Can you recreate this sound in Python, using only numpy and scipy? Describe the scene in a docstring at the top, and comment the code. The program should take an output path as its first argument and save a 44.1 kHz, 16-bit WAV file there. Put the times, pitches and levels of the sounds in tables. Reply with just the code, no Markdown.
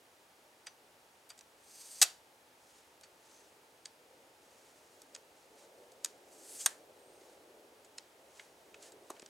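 """Setting up a tripod in the snow

A few metres away, on a path among bare brush, an aluminium tripod's leg locks click and its tubes knock.
Two telescoping legs hiss out, tube rubbing in tube, and snap against their stops; a jacket swishes.
Twigs scatter a short tail back, and far traffic murmurs behind a steady hiss."""
import sys
import numpy as np
from scipy import signal
from scipy.fft import rfft, irfft, next_fast_len
from scipy.io import wavfile
from scipy.ndimage import uniform_filter1d

SR = 44100
rng = np.random.default_rng(int(sys.argv[2]) if len(sys.argv) > 2 else 0)


def generate_wav(signal):
    """Clip the signal to [-1, 1] and save it as 16-bit WAV at the path in sys.argv[1]."""
    frames = np.transpose(np.atleast_2d(signal))
    scaled = np.clip(frames, -1, 1) * 32767
    pcm = np.round(scaled).astype(np.int16)
    wavfile.write(sys.argv[1], SR, pcm)


N = 409688
TIME = np.arange(N) / SR

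# Locks snapping and legs hitting their stops: start_s, level_db, thud_db, knock_db, top_db, crack_t60_s,
# part_pitch_hz, part_db, part_t60_s, housing_pitch_hz, housing_db, rebound_db
SNAPS = [ (0.6681, -37, -3, 2, -16, 0.03, 6030, -5.5, 0.19, 4800, 12.5, -17),
         (1.3022, -42.5, -5, 0.5, -8, 0.044, 4700, 2.5, 0.058, 1200, 4, -14),
         (2.0151, -7, -23, -8, -8, 0.049, 7600, -10, 0.067, 787, -7.5, -22),
         (2.0245, -7.5, -16.5, -9.5, -1.5, .04, 4540, -14, .06, 2640, -2.5, -26.5),
         (3.8557, -33, -36, -8, -50, 0.0099, 8500, -13, 0.056, 4770, 4, -21),
         (5.1489, -36.5, -14, -6, -18, 0.018, 6570, -6, .025, 5250, 6, -7.5),
         (6.0458, -22, -19, -9, -4, 0.014, 6780, -2, .018, 7600, 2, -13),
         (6.6601, -12.5, -13.5, -5.5, -4, 0.022, 8620, 0, 0.042, 1607, -1.5, -24),
         (7.9824, -35.5, -12, -5, -22, 0.0089, 5250, 0, .02, 4130, 8.5, -21.5),
         (9.103, -40, 8.5, -4, 2, 0.02, 1115, 7.5, 0.017, 392, 18, -13.5)]
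# A leg held in the hand rings less: start_s, tube_ring_db
GRIP = [(0, -5.5), (3.5, -7), (5.5, -14.0), (7.5, -3)]

def snap_strokes():
    """A snap is four strokes: a light touch, the strike, a duller seating in the housing and a rebound."""
    for (start, db, thud_db, knock_db, top_db, t60,
         part_hz, part_db, part_t60, housing_hz, housing_db, rebound_db) in SNAPS:
        hard = thud_db, knock_db, top_db
        dull = thud_db + 6, knock_db + 6.5, top_db - 5
        seat_t60 = 1.3 * t60
        part = part_hz, part_db, part_t60
        housing = housing_hz, housing_db, seat_t60
        tube_db = [ring_db for since, ring_db in GRIP if since <= start][-1]
        yield start - .004, -51.5, hard, t60, tube_db, part
        yield start, db, hard, t60, tube_db, part
        yield start + .0027, db - 10, dull, seat_t60, tube_db, housing
        yield start + .0125, db + rebound_db, dull, t60, tube_db, part


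# Loose parts and tubes touching once: start_s, level_db, pitch_hz, t60_s
TAPS = [(1.291, -53, 11200, .038), (1.377, -51, 7500, .037), (1.39, -46, 7200, 0.024),
        (1.4093, -47, 5800, 0.014), (3.011, -50.5, 7500, .008), (3.034, -45.5, 4540, 0.082),
        (5.0178, -45, 8070, .019), (5.9186, -51, 8000, .019), (7.8463, -51, 6930, .06),
        (8.3954, -46.5, 2120, .027), (8.7434, -50, 2560, 0.024), (8.825, -46, 7600, 0.038),
        (8.9202, -47, 7560, 0.024), (9.1652, -57, 2240, .06), (9.196, -44.5, 4980, .014),
        (9.2205, -47.5, 5530, 0.016), (9.2272, -59, 382, 0.0054), (9.261, -44.5, 5740, 0.016)]

def tap_strokes(middling_part_hz=5020, tube_db=-5):
    """A tap is one stroke: the smaller the part, the higher and thinner it sounds."""
    for start, db, part_hz, t60 in TAPS:
        octaves = np.log2(part_hz / middling_part_hz)
        thinness = max(octaves, -1.3)
        tone = -22 + 2 * thinness, -.5 - 10 * thinness, -18.5 + 23.5 * thinness   # thud, knock, top in dB
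        yield start, db, tone, t60, tube_db, (part_hz, -1.5 - 6.5 * octaves, t60)


# Quickly damped resonances of the leg clamps: pitch_hz, width_hz, level_db
CLAMP_MODES = [(2582, 99, -11), (3800, 250, -4.5), (4800, 220, 0), (6138, 240.4, 5), (6820, 290, 11),
               (7880, 370, 11.5), (8470, 350, 5)]
# EQ shared by every crack: frequency_hz, level_db
CRACK_COLOUR = [(180, -18.5), (400, -8), (750, 0), (1600, -1.5), (4400, -1.5), (7800, 0), (10500, -1),
                (13000, -5.5), (15500, -16.5)]
EDGES_HZ = np.geomspace(24, 17500, 25)
# Filter bank: centre_hz, width_hz, bandpass
BANDS = [(np.sqrt(lo * hi), hi - lo, signal.butter(2, [lo, hi], "band", fs=SR, output="sos"))
         for lo, hi in zip(EDGES_HZ, EDGES_HZ[1:])]

def crack(t, t60, thud_db, knock_db, top_db):
    """Parts chatter for a moment and shake the clamp's dense, damped modes."""
    tint = [(750, thud_db), (1400, knock_db), (2900, knock_db), (4300, .01), (8300, .0038), (11500, top_db)]
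    chatter_db = 1.5 * np.interp(t, np.linspace(0, t[-1], 500), rng.standard_normal(500))
    bursts = rng.standard_normal((2, len(t))) * dying(t, t60) * from_db(chatter_db) + 1e-18
    bursts = bursts + resonate(bursts, CLAMP_MODES)
    out = 0
    for k, (hz, width, bandpass) in enumerate(BANDS):
        if hz > CRACK_COLOUR[0][0]:
            band = signal.sosfilt(bandpass, bursts[k % 2])
            gain = np.sqrt(width) * from_db(at_hz(tint, hz) + at_hz(CRACK_COLOUR, hz))
            out = out + gain * band / np.linalg.norm(band)
    return out


# Ringing modes of the leg tubes: pitch_hz, level_db, t60_s
TUBE_MODES = [(2570, -27, 0.073), (3090, -27, 0.12), (4610, -17.5, 0.26), (4740, -25, .07),
              (5330, -17.5, 0.12), (6020, -19, .15), (6130, -17, .1), (7040, -19.5, .14),
              (7570, -25.5, .18), (8410, -15.5, 0.048), (8705, -15.5, 0.13), (9864, -27, .08)]

def tube_ring(t):
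    """Each stroke excites the tubes' modes in a different balance."""
    strengths = from_db(rng.normal(0, 3.8, len(TUBE_MODES))) * rng.choice([-1, 1], len(TUBE_MODES))
    return sum(strength * from_db(db) * np.sin(2 * np.pi * hz * t) * dying(t, t60)
               for strength, (hz, db, t60) in zip(strengths, TUBE_MODES))


def contacts(crack_db, ring_db, part_db):
    """Every stroke layers a crack, the short note of the struck part and the ring of the tubes."""
    t, out = np.arange(SR // 5) / SR, np.zeros(N + SR)
    for start, db, tone, t60, tube_db, (note_hz, note_db, note_t60) in [*snap_strokes(), *tap_strokes()]:
        ring = from_db(ring_db + tube_db) * tube_ring(t)
        note = np.sin(2 * np.pi * note_hz * t) * dying(t, note_t60)
        note *= from_db(part_db + note_db) / np.linalg.norm(note)
        hit = from_db(crack_db) * crack(t, t60, *tone) + ring + note
        onset = int(start * SR)
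        out[onset:onset + len(t)] += from_db(db) * hit
    return out[:N]


def radiated(x, low_hz, high_hz):
    """Thin tubes radiate no bass, and the highest treble fades on the way."""
    return signal.sosfilt(signal.butter(2, [low_hz, high_hz], "band", fs=SR, output="sos"), x)


# A leg running out, one list of breakpoints per leg: time_s, level_db, hump_centre_hz
LEG_RUNS = [
    [(1.58, -76, 7280), (1.714, -60.5, 7420), (1.812, -54.5, 7060), (1.85, -56.5, 7850),
     (1.93, -52.5, 8450), (1.966, -54.5, 7280), (2.005, -50.5, 6750)],
    [(6.26, -77, 6940), (6.336, -62, 7080), (6.4, -61, 7360), (6.546, -48.5, 9500), (6.59, -48, 7700),
     (6.614, -40, 7570), (6.652, -48.5, 7260)],
]
# How each leg fits its sleeve: hump_height_db, ring_db
LEG_FITS = [(4.5, -6.5), (10.0, -18)]
# EQ of the sliding hiss: frequency_hz, level_db
SLIDE_COLOUR = [(500, -23.5), (1500, -10), (3000, -7), (4000, -6), (5000, -2), (7500, -1), (9000, -2),
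                (11000, -4.5), (13000, -7), (14000, -13.5), (15500, -21)]
# Tube resonances that friction excites: pitch_hz, width_hz, level_db
RUBBED_MODES = [(4654, 440, -4.5), (6190, 220, -0.5), (8400, 194, 4)]

def leg_slides(level_db, hump_width_octaves, hump_share=.62):
    """Tube rubs in tube and sings; the hiss has a bright hump that wanders and grows as the leg runs out."""
    slips = friction(grain_db=.5, judder_db=1.2)
    ring = rms_one(resonate(slips, RUBBED_MODES))
    hz, when, frames = signal.stft(rms_one(coloured(slips, SLIDE_COLOUR)), SR, nperseg=256)
    out = 0
    for run, (hump_db, ring_db) in zip(LEG_RUNS, LEG_FITS):
        times, db, centre_hz = np.transpose(run)
        octaves = np.log2((hz[:, None] + 1) / np.interp(when, times, centre_hz))
        growth = np.interp(when, [times[0], times[-1]], [.3, 1])   # share of the hump's full height
        hump = np.exp(-(octaves / hump_width_octaves) ** 2) - hump_share   # the rest of the hiss dips
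        hiss = signal.istft(frames * from_db(hump_db * growth * hump), SR)[1][:N]
        moving = uniform_filter1d(1. * (TIME > times[0]) * (TIME < times[-1] + .01), size=300)
        envelope = moving * from_db(np.interp(TIME, times, db) + level_db)
        out = out + envelope * (hiss + from_db(ring_db) * ring)
    return out


# Faint squeaks: peak_s, half_length_s, level_db, pitch_hz, width_hz
SQUEAKS = [(1.788, 0.039, -67, 4630, 300), (1.92, .022, -56.5, 8500, 219), (3.36, .058, -69, 6270, 300),
           (6.616, .0065, -52, 3120, 500), (7.09, 0.083, -72.5, 8570, 280)]

def tube_squeaks():
    """A tube sings where it binds or a hand glides on it."""
    return swelling_tones(SQUEAKS, grain_db=.5, judder_db=-1.5)


# Sleeves brushing: peak_s, half_length_s, level_db
SWISHES = [(2.738, .11, -67.5), (3.353, 0.1, -65), (4.65, 0.2, -69.5), (5.405, .036, -68),
           (5.614, 0.048, -65), (7.26, 0.098, -69), (8.393, 0.064, -62.5), (8.852, 0.027, -58),
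           (9.15, .087, -69)]
# EQ of the cloth: frequency_hz, level_db
CLOTH_COLOUR = [(500, -9), (1500, -4), (3500, -4), (7000, 0), (10000, -5.5), (15500, -26)]

def jacket(stir_from_s=3.3, stir_db=-80.5):
    """Each arm movement drags cloth over itself; in between it stirs faintly."""
    cloth = rms_one(coloured(friction(grain_db=1, judder_db=2.1), CLOTH_COLOUR))
    stirring = (TIME > stir_from_s) * from_db(stir_db + 5 * drift(rate_hz=4.1))
    swishes = sum(from_db(db) * swell(peak, half) for peak, half, db in SWISHES)
    return cloth * np.hypot(stirring, swishes)


# EQ of the scatter from the bushes: frequency_hz, level_db
BRUSH_COLOUR = [(200, -1), (800, 8), (3000, 3), (8000, -2.5), (15000, -8)]

def brush_scatter(x, t60, wet_db, side_db):
    """Countless twigs scatter each band's energy back as a noisy, dying tail."""
    t = np.arange(SR // 2) / SR
    tail = dying(t - .006, t60) * (1 - np.exp(-t / .0088))
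    white, out = rng.standard_normal((2, 2, N)), 0
    for k, (hz, _, bandpass) in enumerate(BANDS):
        if hz > BRUSH_COLOUR[0][0]:
            power = signal.oaconvolve(signal.sosfilt(bandpass, x) ** 2, tail / tail.sum())[:N]
            noise = rms_one(signal.sosfilt(bandpass, white[k % 2]))
            out = out + np.sqrt(np.abs(power)) * from_db(at_hz(BRUSH_COLOUR, hz)) * noise
    mid, side = out
    return from_db(wet_db) * stereo(mid, from_db(side_db) * side)


# Swell of the far traffic: time_s, level_db
TRAFFIC_SWELL = [(0.0, -70), (0.82, -70.5), (5.46, -65.5), (5.69, -64), (7.55, -62.5), (8.05, -66.5),
                 (9.11, -63), (9.29, -65.5)]
# EQ of its murmur: frequency_hz, level_db
TRAFFIC_COLOUR = [(100, -23), (180, -21), (270, -6), (380, -1.5), (490, 0.5), (620, -1.5), (850, -10),
                  (1150, -24.5), (2500, -34)]

def traffic(level_db):
    """Far traffic blends into a low murmur that swells and wavers."""
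    swell_db = np.interp(TIME, *np.transpose(TRAFFIC_SWELL))
    return from_db(level_db + swell_db + 1.1 * drift(rate_hz=7.4)) * wide_noise(TRAFFIC_COLOUR)


# Single far vehicles: peak_s, half_length_s, level_db, pitch_hz, width_hz
DRONES = [(3.5, 0.14, -70, 440, 220), (4.15, 0.11, -68.5, 497, 129.5), (5.8, 0.24, -66, 514, 180),
          (6.45, 0.22, -70.5, 356, 200), (7.4, 0.31, -67, 391.7, 218.4), (8.95, 0.17, -66, 427, 218)]

def vehicles(level_db):
    """Now and then one vehicle drones out of the murmur."""
    return from_db(level_db) * swelling_tones(DRONES, grain_db=5.5, judder_db=-1.5)


# EQ of the open air: frequency_hz, level_db
AIR_COLOUR = [(15, -53.5), (25, -24.5), (70, -10), (161, -11), (299, -8.5), (333, -11), (437, -13),
              (620, -9), (905, -1.5), (981, -7.5), (1730, -10.5), (3130, -13), (3680, -14.5), (9720, -17.5),
              (15800, -24.5)]

def open_air(level_db):
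    """An even bed of hiss lies under everything."""
    return from_db(level_db) * wide_noise(AIR_COLOUR)


# Stereo width of the mix, nearly mono in the bass and highest treble: frequency_hz, side_gain_db
WIDTH = [(60, -24.5), (110, -25.5), (200, -17.5), (380, -17), (700, -9), (1290, -1), (2380, -2.5),
         (4400, -4.5), (8120, -14.5), (15000, -47)]

def stereo(mid, side):
    """Mid and side to left and right, with the width curve on the side."""
    return mid + coloured(side, WIDTH) * [[1], [-1]]


def wide_noise(spectrum):
    """Stereo noise from all around."""
    mid, side = (rms_one(coloured(rng.standard_normal(N), spectrum)) for _ in range(2))
    return stereo(mid, side)


def microphone_pair(x, pan_db, unlike_db, t60):
    """Reflections off the housing colour the two capsules a little differently."""
    t = np.arange(128) / SR
    housing = rng.standard_normal(len(t)) * dying(t, t60)
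    side = from_db(unlike_db) * signal.lfilter(housing / np.linalg.norm(housing), 1, x)
    return x * from_db([[-pan_db], [pan_db]]) + side * [[1], [-1]]


def friction(grain_db, judder_db):
    """Countless tiny slips, bunched unevenly: noise with a fast and a slow flutter."""
    return rng.standard_normal(N) * from_db(grain_db * drift(900) + judder_db * drift(70))


def swelling_tones(rows, grain_db, judder_db):
    """Grainy noise feeds one resonance per row, swelling and fading."""
    noise, out = friction(grain_db, judder_db), 0
    for peak, half, db, hz, width in rows:
        mode = [(hz, width, 0)]
        tone = rms_one(resonate(resonate(noise, mode), mode))
        out = out + from_db(db) * swell(peak, half) * tone
    return out


def resonate(x, modes):
    """Parallel resonances, each peaking at its own level."""
    return sum(from_db(db) * signal.lfilter(*signal.iirpeak(hz, hz / width, fs=SR), x)
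               for hz, width, db in modes)


def coloured(x, spectrum):
    """EQ steady noise, rolling off below the curve's first point."""
    size = next_fast_len(len(x))
    hz = np.maximum(np.fft.rfftfreq(size, 1 / SR), 1)
    low_cut = np.minimum(hz / spectrum[0][0], 1) ** 2
    return irfft(rfft(x, size) * from_db(at_hz(spectrum, hz)) * low_cut, size)[:len(x)]


def at_hz(spectrum, hz):
    """Read an EQ curve on a log-frequency axis."""
    points_hz, db = np.transpose(spectrum)
    return np.interp(np.log(hz), np.log(points_hz), db)


def swell(peak_s, half_s):
    """A bell-shaped rise and fall around a moment."""
    return np.exp(-np.minimum(((TIME - peak_s) / half_s) ** 2 / 2, 20))


def dying(t, t60):
    """Exponential decay that starts at t = 0."""
    return (t >= 0) * np.exp(-np.log(1000) * np.maximum(t, 0) / t60)


def drift(rate_hz):
    """Glide between random values of spread 1."""
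    knots = rng.standard_normal(N // 16)
    return np.interp(TIME * rate_hz, np.arange(len(knots)), knots)


def from_db(db):
    """Decibels to gain."""
    return 10 ** (np.asarray(db) / 20)


def rms_one(x):
    """Scale to rms 1."""
    return x / np.sqrt(np.mean(x ** 2) + 1e-30)


def scene():
    """The tripod stands slightly to the right, with brush and far traffic all around."""
    hits = radiated(contacts(crack_db=-21, ring_db=-14.5, part_db=12.5), low_hz=278.3, high_hz=13500)
    tripod = hits + leg_slides(level_db=-.55, hump_width_octaves=.38) + jacket() + tube_squeaks()
    scatter = brush_scatter(tripod, t60=.14, wet_db=-20, side_db=-1.5)
    background = traffic(level_db=-.5) + open_air(level_db=-66) + vehicles(level_db=1)
    near = microphone_pair(tripod, pan_db=.35, unlike_db=-21, t60=.003)
    return near + scatter + background


def record(dry, low_cut_hz=40, high_cut_hz=15850):
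    """Rumble is rolled off and the top is cut steeply."""
    lean = signal.sosfilt(signal.butter(2, low_cut_hz, "high", fs=SR, output="sos"), dry)
    return signal.sosfilt(signal.ellip(10, .1, 80, high_cut_hz, fs=SR, output="sos"), lean)


dry = scene()
out = record(dry)
generate_wav(out)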